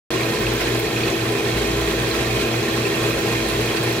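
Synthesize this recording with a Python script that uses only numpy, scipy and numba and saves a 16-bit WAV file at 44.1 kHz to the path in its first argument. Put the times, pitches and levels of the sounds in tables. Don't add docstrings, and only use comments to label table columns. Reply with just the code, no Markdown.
import sys
import numpy as np
from scipy import signal
from scipy.fft import rfft, irfft
from scipy.io import wavfile
from scipy.ndimage import uniform_filter1d
from numba import njit

SR = 44100
rng = np.random.default_rng(int(sys.argv[2]) if len(sys.argv) > 2 else 0)


def waveform_to_disk(signal):
    frames = np.transpose(np.atleast_2d(signal))
    scaled = np.clip(frames, -1, 1) * 32767
    samples = np.round(scaled).astype(np.int16)
    wavfile.write(sys.argv[1], SR, samples)


N = 176400


def inflow(t):
    # time in seconds, gain in dB.
    flow = [(.15, -0.5), (.65, -0.5), (.9, -1), (1.08, -0.2), (1.22, -1.3), (1.78, -0.5), (1.97, -1),
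            (2.2, 0), (2.62, -0.9), (3.0, 0), (3.9, -0.63)]
    # centre in seconds, gain in dB.
    gushes = [(.215, 1), (.612, 5), (.675, 3), (2.15, 5), (2.42, 5.5), (2.85, -2), (3.32, 2.5), (3.5, 2.5),
              (3.63, 1), (3.77, 5)]
    # lowest and highest pitch in Hz, bubbles per second,
    # decay time in cycles, size spread in dB, relative level per Hz in dB.
    swarms = [(199, 1212, 900, 3.63, 1.75, -2.5), (1192, 5000, 3000, 5.1, 2.5, -3),
              (5114, 15350, 3000, 7.3, 3, -3), (1711, 2750, 110, 11.2, 2.2, -7)]
    surge_db = .2 * np.cos(2 * np.pi * 3.5 * (t - .48))
    splutter_db = .5 * walk(60)
    flow_db = curve(t, flow) + surge_db + splutter_db
    gush_db = sum(db * np.exp(-((t - when) / .012) ** 2) for when, db in gushes)
    large, *small = [swarm(*row) for row in swarms]
    bubbles = walls(large + sum(small) * undb(gush_db))
    churn = undb(-3) * rng.standard_normal((2, N))
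    return undb(-22) * unit(tank_colour((churn + bubbles) * undb(flow_db)))


def swarm(low_hz, high_hz, rate, cycles, spread_db, db):
    max_lag_s, max_pan_db = .0002916, 3
    when, pitch, big, place, angle = rng.random((int(rate * N / SR), 5)).T
    hz = low_hz * (high_hz / low_hz) ** pitch
    size = hz * undb(spread_db * np.minimum(-np.log(1 - big), 3.3))
    sides = []
    for side in (1, -1):
        arrival_s = when * N / SR + max_lag_s * (1 + side * (angle - .5))
        pan_gain = undb(side * max_pan_db * (2 * place - 1))
        sides.append(ring(arrival_s, hz, float(cycles), size * pan_gain))
    return unit(np.array(sides)) * undb(db) * np.sqrt((high_hz - low_hz) / (SR / 2))


@njit
def ring(start, hz, cycles, size):
    glide = .042
    out = np.zeros(N)
    for k in range(len(start)):
        life = cycles / hz[k]
        for i in range(int(start[k] * SR) + 1, min(N, int((start[k] + 5 * life) * SR))):
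            age = i / SR - start[k]
            phase = 2 * np.pi * hz[k] * age * (1 + glide * age / life / 2)
            out[i] += size[k] * np.exp(-age / life) * np.sin(phase)
    return out


def tank_colour(water):
    # frequency in Hz, gain of side against mid in dB.
    widths = [(60, -33), (150, -14.5), (350, -10), (520, -2.5), (760, -0.5), (1300, -0.5), (2400, -7.5),
              (4000, -1.5), (12000, -1)]
    # frequency in Hz, left and right relative gain in dB.
    spectrum = [(20, -22, -17), (40, -14, -16), (55, -6, -9), (77.4, -2, -4), (107, -4, -2), (148, -2, -1),
                (195, -5, -6), (305, -1, -4), (440, -2.5, -3), (575, -6, -7.5), (790, -8.5, -11),
                (1320, -14, -10.5), (2260, -11, -12.5), (3300, -20, -14), (5150, -21, -17),
                (7460, -23, -20.5), (9440, -25.5, -26.5), (14000, -26.5, -30.5), (16000, -31, -34)]
    # centre and width in Hz, left and right lift in dB.
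    resonances = [(404, 26, 4, 3), (680, 95, 3, 1), (1044, 82, 1.5, 6.5), (1796, 155, 0.5, 6),
                  (2497, 320, 2, 7.5), (3290, 276, 9.5, 5), (4090, 640, 5.5, 6), (7360, 520, 0.5, 2),
                  (11400, 1000, -0.5, 4.5)]
    left, right = rfft(water)
    width = undb(per_bin(widths)[0])
    side = np.array([[1], [-1]]) * width * (left - right)
    stereo = (left + right + side) / np.hypot(1, width)
    bins = np.fft.rfftfreq(N, 1 / SR)
    delay_s = np.array([[0], [.00007]])
    lag = np.exp(-2j * np.pi * bins * delay_s) * (bins > 0)
    lift_db = sum(np.array([[left_db], [right_db]]) / (1 + (2 * (bins - hz) / width_hz) ** 2)
                  for hz, width_hz, left_db, right_db in resonances)
    return irfft(stereo * lag * undb(per_bin(spectrum) + lift_db), N)


def splashes():
    # start in seconds, pitch in Hz, peak before echoes in dB,
    # left minus right in dB, decay time in cycles.
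    drops = [(.168, 2860, -22, -8, 10), (.208, 2350, -16, -2, 6), (0.234, 4070, -19, -9, 9),
             (.399, 14850, -29, 9, 30), (.467, 2600, -16, -2, 6.9), (0.601, 3040, -31, -1, 10),
             (0.668, 1930, -21, -13, 8), (0.675, 1760, -20, -8, 8.6), (.678, 2200, -23, -3, 7.1),
             (.965, 2500, -18, -2, 13), (1.034, 2520, -17, -4, 11), (1.037, 4350, -15, -14, 6.2),
             (1.080, 2580, -19, -6, 11), (1.102, 6600, -23.5, -10, 10), (1.482, 5060, -32, 2, 12),
             (2.113, 4220, -13.5, -15, 8), (2.68, 1810, -21, 2, 16), (2.853, 2600, -14.5, -6, 7.2),
             (3.032, 9260, -30, -1, 28), (3.106, 2520, -15.5, -8, 8), (3.313, 2680, -22, -9, 14),
             (3.486, 4100, -21, -12, 9), (3.687, 3020, -22, -5, 12), (3.767, 4850, -27, -5, 15),
             (3.983, 4100, -22, -13, 9.4)]
    # start in seconds, pitch in Hz, peak before echoes in dB, left minus right in dB.
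    ticks = [(.255, 11500, -24, 0), (.535, 14500, -19, 8), (.566, 13000, -23, 2), (.690, 14000, -24, 8),
             (.792, 13900, -19, 11), (.793, 9900, -22, 0), (.798, 14100, -20, 7), (1.320, 9800, -23, 0),
             (1.672, 11200, -24, -4), (1.885, 15200, -26, 7), (2.024, 14800, -23, 12),
             (2.088, 15000, -22, 16), (2.090, 10900, -24, -6), (2.330, 14000, -25, 8),
             (2.970, 13200, -26, 6), (3.097, 13500, -18, 14), (3.203, 15200, -25, 10),
             (3.487, 10950, -17, -5), (3.520, 10500, -23, -3), (3.61, 11200, -22, -1),
             (3.658, 14400, -22, 12), (3.834, 10750, -17.5, -11), (3.893, 11900, -21, -9),
             (3.925, 13300, -17, 10)]
    drop_rise_s, tick_decay_s, tick_q = .0002, .0025, 1 / .11
    out, age = np.zeros((2, N)), np.arange(SR // 20) / SR
    for start, hz, db, pan_db, cycles in drops:
        envelope = (1 - np.exp(-age / drop_rise_s)) * np.exp(-age * hz / cycles)
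        add(out, start, envelope * np.sin(2 * np.pi * hz * age), db, pan_db)
    for start, hz, db, pan_db in ticks:
        burst = rng.standard_normal((2, len(age))) * np.exp(-age / tick_decay_s)
        tick = signal.lfilter(*signal.iirpeak(hz, tick_q, fs=SR), burst)
        add(out, start, tick, db, pan_db)
    return walls(out)


def glugs(t):
    # centre in seconds, pitch in Hz, peak in dB, swell time in seconds.
    pockets = [(1.05, 400, -23, 0.037), (1.355, 401, -22, 0.022), (1.785, 406, -24, 0.057),
               (1.87, 403, -23, 0.03), (2.36, 403, -25.5, 0.022), (2.92, 405, -25, 0.031),
               (3.735, 520, -21, 0.0045), (3.734, 900, -25, 0.0039)]
    out = np.zeros(N)
    for when, hz, db, swell_s in pockets:
        envelope = undb(db) * np.exp(-((t - when) / swell_s) ** 2)
        out += envelope * np.sin(2 * np.pi * hz * t + .35 * walk(50.3))
    return out


def walls(x):
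    t60_s, echo_db = .11, -3
    t = np.arange(SR // 4) / SR
    tail = rng.standard_normal((2, len(t))) * np.exp(-np.log(1000) * t / t60_s) * (t > .003)
    tail /= np.sqrt(np.sum(tail ** 2, axis=1, keepdims=True))
    return x + undb(echo_db) * signal.fftconvolve(x, tail, axes=1)[:, :N]


def pumps(t):
    # multiple of the base rate, starting level in dB.
    pump_tones = [(1, -57), (4, -48), (6, -30), (10, -47.5), (12, -40.5)]
    motor_tones = [(2, -34.5), (4, -52)]
    mains_tones = [(2, -33.5), (4, -43), (6, -39.5), (8, -37)]
    # time in seconds, turns per second.
    motor_speed = [(.1, 58.04), (1, 58.065), (2.4, 58.05), (3, 58.1), (3.6, 58.19)]
    # time in seconds, gain in dB.
    throb_gain = [(.2, 0), (.5, 1), (1.55, .5), (1.75, -2.5), (2.1, -0.5), (2.45, 1.5), (3.9, 0.7)]
    pump_hz, mains_hz = 54.985, 60.005
    throb = hum(curve(t, motor_speed), motor_tones) + hum(mains_hz, mains_tones)
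    return hum(pump_hz, pump_tones) + throb * undb(curve(t, throb_gain))


def hum(base_hz, tones):
    turns = np.cumsum(base_hz * np.ones(N)) / SR
    turns -= turns[int(.24 * SR)]
    return sum(np.sqrt(2) * undb(db + .6 * walk(5)) * np.cos(2 * np.pi * round(multiple) * turns)
               for multiple, db in tones)


def rumble(t):
    # time in seconds, relative level in dB.
    level = [(0.11, -38), (0.29, -57), (0.44, -30.5), (1.23, -48), (1.42, -42), (1.52, -44), (1.57, -26),
             (1.64, -33), (1.7, -29), (1.82, -28), (2.07, -36), (2.41, -33.5), (2.6, -56), (2.74, -42),
             (2.96, -55), (3.18, -32), (3.21, -43), (3.57, -32), (3.98, -53), (4.0, -53)]
    # time in seconds, pitch in Hz.
    pitch = [(1, 55.8), (1.5, 57.8), (2.5, 58), (3.7, 56.5)]
    turns = np.cumsum(curve(t, pitch)) / SR
    return np.sqrt(2) * undb(curve(t, level) - 1) * np.sin(2 * np.pi * turns + .3 * walk(9.4))


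def undb(db):
    return 10 ** (np.asarray(db) / 20)


def unit(x):
    return x / np.sqrt(np.mean(x ** 2))


def walk(rate):
    hold = int(SR / rate)
    steps = np.repeat(rng.standard_normal(400), hold)[:N + hold]
    return 1.3 * uniform_filter1d(uniform_filter1d(steps, hold), hold)[:N]


def curve(t, table):
    return np.interp(t, *np.array(table).T)


def per_bin(table):
    hz, *columns = np.array(table, float).T
    log_bins = np.log(np.fft.rfftfreq(N, 1 / SR) + 1e-9)
    return np.array([np.interp(log_bins, np.log(hz), column) for column in columns])


def add(out, start_s, sound, peak_db, pan_db):
    pan_gains = undb(np.minimum(0, [[pan_db], [-pan_db]]))
    stereo = undb(peak_db) * pan_gains * sound / np.abs(sound).max()
    i = int(start_s * SR)
    out[:, i:i + stereo.shape[1]] += stereo[:, :N - i]


def scene():
    t = np.arange(N) / SR
    return pumps(t) + rumble(t) + splashes() + inflow(t) + glugs(t)


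def record(dry):
    start_s, top_hz = .105, 15750
    live = np.arange(N) / SR > start_s
    return signal.sosfilt(signal.ellip(10, .2, 80, top_hz, fs=SR, output="sos"), dry * live)


dry = scene()
out = record(dry)
waveform_to_disk(out)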